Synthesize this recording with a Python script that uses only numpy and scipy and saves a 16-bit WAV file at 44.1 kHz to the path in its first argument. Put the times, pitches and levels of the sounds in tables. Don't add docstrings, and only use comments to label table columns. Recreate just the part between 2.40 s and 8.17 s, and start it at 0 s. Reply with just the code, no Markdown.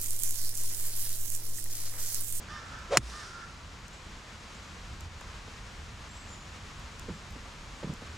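import sys
import numpy as np
from scipy import signal
from scipy.fft import rfft, irfft
from scipy.io import wavfile
from scipy.ndimage import uniform_filter1d, minimum_filter1d

SR = 44100
rng = np.random.default_rng(int(sys.argv[2]) if len(sys.argv) > 2 else 0)


def materialize(psi):
    bounded = np.clip(np.atleast_2d(psi).T, -1, 1)
    quanta = np.round(bounded * 32767).astype(np.int16)
    wavfile.write(sys.argv[1], SR, quanta)


N = 254456
TIME_S, FREQS_HZ = np.arange(N) / SR, np.fft.rfftfreq(N, 1 / SR)
STRIKE_S = 0.5719

# frequency in Hz, relative level in dB.
RUMBLE_SPECTRUM = [(8.8, -36), (15, -8), (38, 0), (86, -1), (98, -4), (119, -7), (189, -11.5), (228, -25),
                   (300, -22.5), (390, -42), (660, -120)]
LEAF_SPECTRUM = [(120, -36), (200, 1), (223, -1.5), (294, -8), (322, -6), (394, -8.5), (432, -7),
                 (763, -8.5), (1040, -4), (2130, -8.5), (2290, -8.5), (7410, -17), (8250, -24),
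                 (9700, -26.5), (11100, -38.5), (12400, -34.5), (15000, -44), (16000, -61)]
THROAT_SPECTRUM = [(300, -35), (650, -17), (1000, -5.5), (1230, 3), (1450, 2.5), (1780, 4), (2050, -40),
                   (2550, -30), (3000, -12), (3250, -16), (3560, -8.5), (3850, -20), (4300, -25),
                   (4900, -9), (5500, -11), (8000, -31), (11000, -60)]
TICK_SPECTRUM = [(2000, -10), (7300, 0), (10500, -14), (12500, -7), (16000, -26)]
SHAFT_SPECTRUM = [(150, -12), (500, 3.5), (1000, 6.5), (1600, 1), (2600, -3.5), (4000, -7.5),
                  (6500, -10.5), (9500, -20.5), (12000, -42), (16000, -48)]
GRASS_SPECTRUM = [(200, 10.5), (800, 2), (1500, 1), (2500, -5), (3500, 0), (5200, -4), (6300, 2),
                  (7200, -1), (9500, -2), (11500, -17), (15000, -24)]
EARTH_SPECTRUM = [(50, -8), (110, 5), (200, 9), (340, 1), (550, -32), (2000, -40), (8000, -90)]
ECHO_SPECTRUM = [(200, -1), (600, -1), (1500, 2), (2800, -3), (4300, 0), (5400, 1), (7000, -4.5),
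                 (10000, -13), (12000, -26), (15000, -30)]
ECHO_TREBLE = [(5000, -40), (8500, -8), (11500, 0)]
RUSTLE_SPECTRUM = [(300, 4), (1200, 3), (4000, -11), (12000, -46)]
SCUFF_SPECTRUM = [(100, -4), (290, -1), (470, 0), (600, -1), (750, -26), (1000, -11), (1400, -16.5),
                  (3000, -28), (8000, -44), (14000, -70)]
CRUMBLE_SPECTRUM = [(40, -12), (70, 2), (110, 3), (195, 2.5), (300, -5.5), (400, -14.5), (1000, -43),
                    (4000, -80)]
# centre in seconds, half-width in seconds, level in dB, band centre in Hz.
RUMBLE_SWELLS = [(1.713, .08, -45.5, 42), (2.55, 0.33, -53.5, 80), (3.35, .2, -51.5, 92),
                 (4.093, .14, -49.5, 88)]
# ratio to the band centre, level in dB.
SWELL_BAND = [(0.25, -50), (0.5, -12), (1, 0), (2, -20), (4, -70)]
# start and length in seconds, relative level in dB, first, middle and last pitch in Hz.
BIRD_CHIRPS = [(.015, 0.025, -60, 7100, 6980, 6600), (1.523, 0.029, -54, 5700, 7470, 8000),
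               (2.145, 0.013, -53, 5900, 7100, 7840), (3.67, 0.095, -57.5, 7400, 7500, 7520),
               (3.75, 0.047, -55.5, 7500, 7750, 8000), (3.792, 0.011, -56, 7900, 7600, 7300),
               (3.876, 0.037, -53.5, 7350, 7130, 6900), (3.895, 0.065, -51.5, 7170, 7180, 7100),
               (3.947, .02, -55, 7000, 6700, 6500), (4.736, .035, -58, 7000, 7600, 7540)]
# start and length in seconds, level in dB, base pitch in Hz, roughness from 0 to 1.
CROW_CAWS = [(0.085, .115, -44, 616.5, 0.05), (0.714, 0.124, -44, 613, 0)]
# start in seconds, gain in dB, relative level of the lower mode in dB.
DRY_TICKS = [(.391, -52, 6), (1.482, -43, 3), (2.608, -40, -2), (2.811, -44, 1.5), (4.397, -49, -12),
             (4.596, -40, 2.5), (4.907, -46, -8), (4.924, -47, -8), (5.538, -43.5, 2.5)]
# frequency in Hz, level in dB, rise in seconds.
FACE_MODES = [(2780, -1, 0.00019), (5430, 2, 0.00028), (7060, 1.5, 0.0004), (8740, -5, 0.0003),
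              (10200, -14, 0.00044), (12240, -15.5, 0.00033), (14100, -22.5, 0.00027)]
BALL_MODES = [(1380, 3.5, 0.0002)]
# frequency in Hz, relative level in dB, T60 in seconds.
RING_MODES = [(947, -9, .035), (1265, -.5, .025), (1700, 0, .026), (1830, -3, .02), (1960, 0, .022),
              (2460, -1, .028), (2860, -6, .03), (3110, -7, .022), (4010, -1, .025), (4270, -4, .028),
              (4760, -5, .022), (4990, 1, .026), (5430, -5, .02), (6982, -2, .026), (7500, -7, .028),
              (9130, -4, .022)]
# level in dB, first and last Hz, glide and rise in seconds.
TURF_THUD = (-22.5, 280, 112, .006, .009)
SOLE_SLAP = (-19, 460, 250, .006, .0027)
# start in seconds, level in dB, rise in seconds.
SOFT_RUSTLES = [(2.81, -44.5, 0.0034), (3.075, -47, 0.004), (5.054, -49.5, 0.0075), (5.43, -41.5, .0035),
                (5.617, -48, .005)]
# start in seconds, level in dB, relative scuff level in dB,
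# thud lag and rise in seconds, last pitch in Hz.
DULL_THUMPS = [(4.682, -34.5, -4, 0.001, .016, 150.7), (4.953, -47.5, -1.5, 0.0019, 0.013, 218),
               (5.427, -30, -9.5, 0.015, 0.0058, 148), (5.469, -38.5, -12, 0.00094, 0.0054, 170),
               (5.491, -29, -13.5, 0.002, 0.007, 128), (5.528, -40.5, -12, .001, .005, 175),
               (5.615, -46.5, -2.5, 0.0021, 0.0066, 211)]
# frequency in Hz, left-right coherence from 0 to 1.
DIFFUSE_COHERENCE = [(60, 1), (130, 0.96), (290, 0.89), (640, 0.77), (1410, 0.65), (3100, 0.46), (6820, 1),
                     (15000, 0.22)]
# frequency in Hz, left minus right in dB.
DIFFUSE_LEAN_DB = [(60, -0.5), (150, -1.5), (380, -1), (950, 1.0), (2380, 1.5), (5980, -0.5), (15000, 6.5)]
TEE_LEAN_DB = [(60, -1), (200, -1), (1300, 0), (7100, 2), (8300, -3), (10300, 1), (12500, 6)]
# frequency in Hz, lead of the left channel in radians.
TEE_PHASE_RAD = [(1000, 0.23), (4000, -0.42), (5900, -0.48), (7200, -0.39), (9000, -0.53), (11000, -0.13)]


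def amp(db):
    return 10 ** (np.asarray(db) / 20)


def unit(x):
    return x / np.sqrt(np.mean(x ** 2) + 1e-20)


def per_bin(table):
    hz, value = np.transpose(table)
    return np.interp(np.log(FREQS_HZ + 1), np.log(hz + 1), value)


def add(mix, start_s, sound):
    part = mix[max(round(start_s * SR), 0):][:len(sound)]
    part += sound[:len(part)]


def colour(x, spectrum):
    return irfft(rfft(x) * amp(per_bin(spectrum)), N)


def noise(spectrum):
    return unit(colour(rng.standard_normal(N), spectrum))


def wander(rate_hz):
    return unit(irfft(rfft(rng.standard_normal(N)) * np.exp(-(FREQS_HZ / rate_hz) ** 2), N))


def bell(centre_s, width_s):
    return np.exp(-((TIME_S - centre_s) / width_s) ** 2)


def swell(t, rise_s):
    return t / rise_s * np.exp(1 - t / rise_s)


def release(start_s, t60_s):
    return amp(-60 * np.maximum(TIME_S - start_s, 0) / t60_s)


def bandpass(x, hz, width_hz):
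    carrier = np.exp(2j * np.pi * np.cumsum(hz * np.ones(N)) / SR)
    pole = np.exp(-np.pi * width_hz / SR)
    for _ in range(2):
        x = 2 * (carrier * signal.lfilter([1 - pole], [1, -pole], x / carrier + 1e-18)).real
    return x


def knock(modes):
    t = np.arange(SR // 2) / SR
    return -sum(amp(db) * swell(t, rise_s) * np.sin(2 * np.pi * hz * t) for hz, db, rise_s in modes)


def puff(spectrum, rise_s):
    shape = swell(np.arange(SR // 2) / SR, rise_s)
    return unit(noise(spectrum)[:len(shape)] * shape) * np.sqrt(np.mean(shape ** 2))


def thud(db, first_hz, last_hz, glide_s, rise_s):
    t = np.arange(SR // 2) / SR
    hz = last_hz + (first_hz - last_hz) * np.exp(-t / glide_s)
    return amp(db) * swell(t, rise_s) * np.sin(2 * np.pi * np.cumsum(hz) / SR)


def pan(x, left_db):
    return x * amp([[left_db / 2], [-left_db / 2]])


def diffuse(a, b):
    coherence = np.clip(per_bin(DIFFUSE_COHERENCE), 0, 1)
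    lean = amp(per_bin(DIFFUSE_LEAN_DB) / 2)
    mid = rfft(a) * np.sqrt((1 + coherence) / 2)
    side = rfft(b) * np.sqrt((1 - coherence) / 2)
    return irfft(np.array([(mid + side) * lean, (mid - side) / lean]), N)


def from_tee(x):
    left = amp(per_bin(TEE_LEAN_DB) / 2) * np.exp(0.5j * per_bin(TEE_PHASE_RAD))
    return irfft(rfft(x) * np.array([left, 1 / left]), N)


def woods(x, t60_s, build_s):
    t = np.arange(SR) / SR
    tail = rng.standard_normal((2, SR)) * (1 - np.exp(-t / build_s)) * amp(-60 * t / t60_s)
    tail /= np.linalg.norm(tail[0])
    return diffuse(*signal.fftconvolve(x[None], tail, axes=1)[:, :N])


def outdoors(rumble_db=-48, drift_db=1.7, leaves_db=-48.5, flutter_db=0.62):
    swells = np.zeros(N)
    for centre_s, width_s, db, hz in RUMBLE_SWELLS:
        band = noise([(ratio * hz, band_db) for ratio, band_db in SWELL_BAND])
        swells += amp(db) * bell(centre_s, width_s) * band
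    rumble = diffuse(noise(RUMBLE_SPECTRUM), noise(RUMBLE_SPECTRUM))
    rumble *= amp(rumble_db + drift_db * wander(5.2))
    leaves = diffuse(noise(LEAF_SPECTRUM), noise(LEAF_SPECTRUM))
    leaves *= amp(leaves_db + flutter_db * wander(14.4))
    return rumble + pan(swells, -0.8) + leaves


def songbirds(wet_db=-3.5, waver=0.0035, flutter_db=2.5):
    dry = np.zeros(N)
    for start_s, length_s, db, *pitches_hz in BIRD_CHIRPS:
        progress = np.linspace(0, 1, int(length_s * SR))
        n = len(progress)
        hz = np.interp(progress, [0, 0.5, 1], pitches_hz) * (1 + waver * wander(200)[:n])
        level = amp(db + flutter_db * wander(130)[:n]) * np.sin(np.pi * progress)
        add(dry, start_s, level * np.sqrt(2) * np.sin(2 * np.pi * np.cumsum(hz) / SR))
    return pan(0.75 * dry, -0.7) + amp(wet_db) * woods(dry, t60_s=0.7, build_s=0.014)


def crow(scoop=0.073, sag=0.057, jitter=0.0044, grate_s=0.032, growl_hz=115, growl_depth=0.49,
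         tone_lag_s=0.08, tone_hz=1360, echo_s=0.2):
    dry, hoarse = np.zeros(N), np.zeros(N)
    for start_s, length_s, db, hz, roughness in CROW_CAWS:
        progress = np.clip((TIME_S - start_s) / length_s, 0, 1)
        grate = bell(start_s, grate_s)
        cycles = np.cumsum(hz * (1 - scoop * grate - sag * progress ** 3 + jitter * wander(180))) / SR
        harmonics = sum(np.cos(2 * np.pi * k * cycles) for k in range(1, 12))
        voice = unit(colour(harmonics, THROAT_SPECTRUM))
        growl = 1 + growl_depth * np.cos(2 * np.pi * growl_hz * TIME_S)
        rasp = unit(noise(THROAT_SPECTRUM) * growl)
        rasp_share = np.clip(roughness + (1 - roughness) * (grate + progress ** 6), 0, 1)
        effort = amp(db) * (4 * progress * (1 - progress)) ** 0.22
        dry += effort * (np.sqrt(1 - rasp_share) * voice + np.sqrt(rasp_share) * rasp)
        hoarse += effort * rasp
    band = bandpass(hoarse, tone_hz, width_hz=115)
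    tone = unit(np.interp(TIME_S - tone_lag_s, TIME_S, band, left=0)) * np.std(dry)
    echo = np.interp(TIME_S - echo_s, TIME_S, hoarse, left=0)
    wet = amp(-6) * woods(hoarse, t60_s=0.69, build_s=0.045)
    wet += amp(0.3) * woods(tone, t60_s=1.0, build_s=0.033)
    wet += amp(-4.5) * woods(echo, t60_s=0.32, build_s=0.0057)
    return pan(dry, -4.5) + pan(wet, -4)


def ticks(low_hz=7050, high_hz=12500, edge_db=-16, edge_s=0.00072):
    out = np.zeros(N)
    for start_s, db, low_db in DRY_TICKS:
        click = knock([(low_hz, low_db, 0.0001), (high_hz, -10, 0.00015)])
        edge = amp(edge_db) * puff(TICK_SPECTRUM, edge_s)
        add(out, start_s, amp(db) * (click + edge))
    return pan(out, 19)


def swish(level_db=-27.5, lead_s=0.034, rise_s=0.023, fall_s=0.042, impact_hz=690, climb_hz_per_s=4100,
          shaft_db=-5, whistle_share=0.35, waver=0.065):
    peak_s = STRIKE_S - lead_s
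    hz = np.maximum(impact_hz - climb_hz_per_s * np.maximum(STRIKE_S - TIME_S, 0), 0)
    envelope = bell(peak_s, np.where(TIME_S < peak_s, rise_s, fall_s)) * release(STRIKE_S, t60_s=0.048)
    fuzz = unit(bandpass(rng.standard_normal(N), hz, width_hz=220))
    whistle = np.sqrt(2) * np.sin(2 * np.pi * np.cumsum(hz * (1 + waver * wander(120))) / SR)
    vortices = np.sqrt(1 - whistle_share) * fuzz + np.sqrt(whistle_share) * whistle
    shaft = amp(shaft_db) * noise(SHAFT_SPECTRUM)
    return from_tee(amp(level_db) * envelope * (vortices + shaft))


def strike(ring_db=-12, smother_s=0.012, tear_db=-19, bits_db=-49, bits_t60_s=0.26, clump_db=4,
           ground_hz=58, ground_db=-34, earth_db=-36):
    t, out = np.arange(SR // 2) / SR, np.zeros(N)
    crack = knock(FACE_MODES) - knock(BALL_MODES)
    ring = sum(amp(db - 60 * t / t60_s) * np.sin(2 * np.pi * (hz * t + rng.random()))
               for hz, db, t60_s in RING_MODES)
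    ring *= np.minimum(t / 0.0021, 1) * np.exp(-(t / smother_s) ** 4)
    tear = amp(tear_db) * swell(t, rise_s=0.0033)
    bits = amp(bits_db - 60 * t / bits_t60_s + clump_db * wander(400)[:len(t)])
    grass = noise(GRASS_SPECTRUM)[:len(t)] * (tear + bits)
    ground = thud(*TURF_THUD) + thud(*SOLE_SLAP) + knock([(ground_hz, ground_db, 0.055)])
    earth = amp(earth_db) * puff(EARTH_SPECTRUM, rise_s=0.014)
    add(out, STRIKE_S, crack + amp(ring_db) * ring + grass + ground + earth)
    return from_tee(out)


def tree_echo(level_db=-46, delay_s=0.018, build_s=0.11, hold_s=0.16, tail_db=-9.5, flutter_db=0.75,
              treble_db=7, air_db_per_s=32):
    start_s = STRIKE_S + delay_s
    end_s = start_s + build_s + hold_s
    age_s = np.maximum(TIME_S - start_s, 0)
    build = np.minimum(age_s / build_s, 1)
    fade = np.hypot(release(end_s, t60_s=0.87), amp(tail_db) * release(end_s, t60_s=3.5))
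    hiss = diffuse(noise(ECHO_SPECTRUM), noise(ECHO_SPECTRUM))
    treble = colour(hiss, ECHO_TREBLE)
    hiss = hiss - treble + treble * amp(treble_db - air_db_per_s * age_s)
    return hiss * build * fade * amp(level_db + flutter_db * wander(60))


def rustles():
    out = np.zeros(N)
    for start_s, db, rise_s in SOFT_RUSTLES:
        add(out, start_s, amp(db) * puff(RUSTLE_SPECTRUM, rise_s))
    return pan(out, 0)


def thumps(scuff_s=0.0094, crumble_db=-11):
    out = np.zeros(N)
    for start_s, db, scuff_db, lag_s, rise_s, hz in DULL_THUMPS:
        add(out, start_s, amp(db + scuff_db) * puff(SCUFF_SPECTRUM, scuff_s))
        add(out, start_s + lag_s, thud(db, 1.69 * hz, hz, rise_s, rise_s))
        add(out, start_s + lag_s, amp(db + crumble_db) * puff(CRUMBLE_SPECTRUM, 1.6 * rise_s))
    return pan(out, -1.9)


def excess_db(x, ceiling_db, recovery_db_per_s):
    peak_db = 20 * np.log10(abs(x).max(0) + 1e-9)
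    fall_db = TIME_S * recovery_db_per_s
    held_db = np.maximum.accumulate(peak_db + fall_db) - fall_db
    return np.maximum(held_db - ceiling_db, 0)


def limiter(x):
    over_db = excess_db(x, ceiling_db=-0.1, recovery_db_per_s=130)
    gain_db = minimum_filter1d(-over_db, size=89)
    return x * amp(uniform_filter1d(gain_db, size=45))


def gain_control(x, share=0.2, attack_s=0.022):
    over_db = excess_db(x, ceiling_db=-14, recovery_db_per_s=8)
    pole = np.exp(-1 / (attack_s * SR))
    return x * amp(-share * signal.lfilter([1 - pole], [1, -pole], over_db))


def scene():
    return (outdoors() + songbirds() + crow() + ticks()
            + swish() + strike() + tree_echo() + rustles() + thumps())


def record(dry, cutoff_hz=16100):
    lowpass = signal.firwin(511, cutoff_hz, window=("kaiser", 9), fs=SR)
    return signal.oaconvolve(gain_control(limiter(dry)), lowpass[None], "same")


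dry = scene()
out = record(dry)
materialize(out)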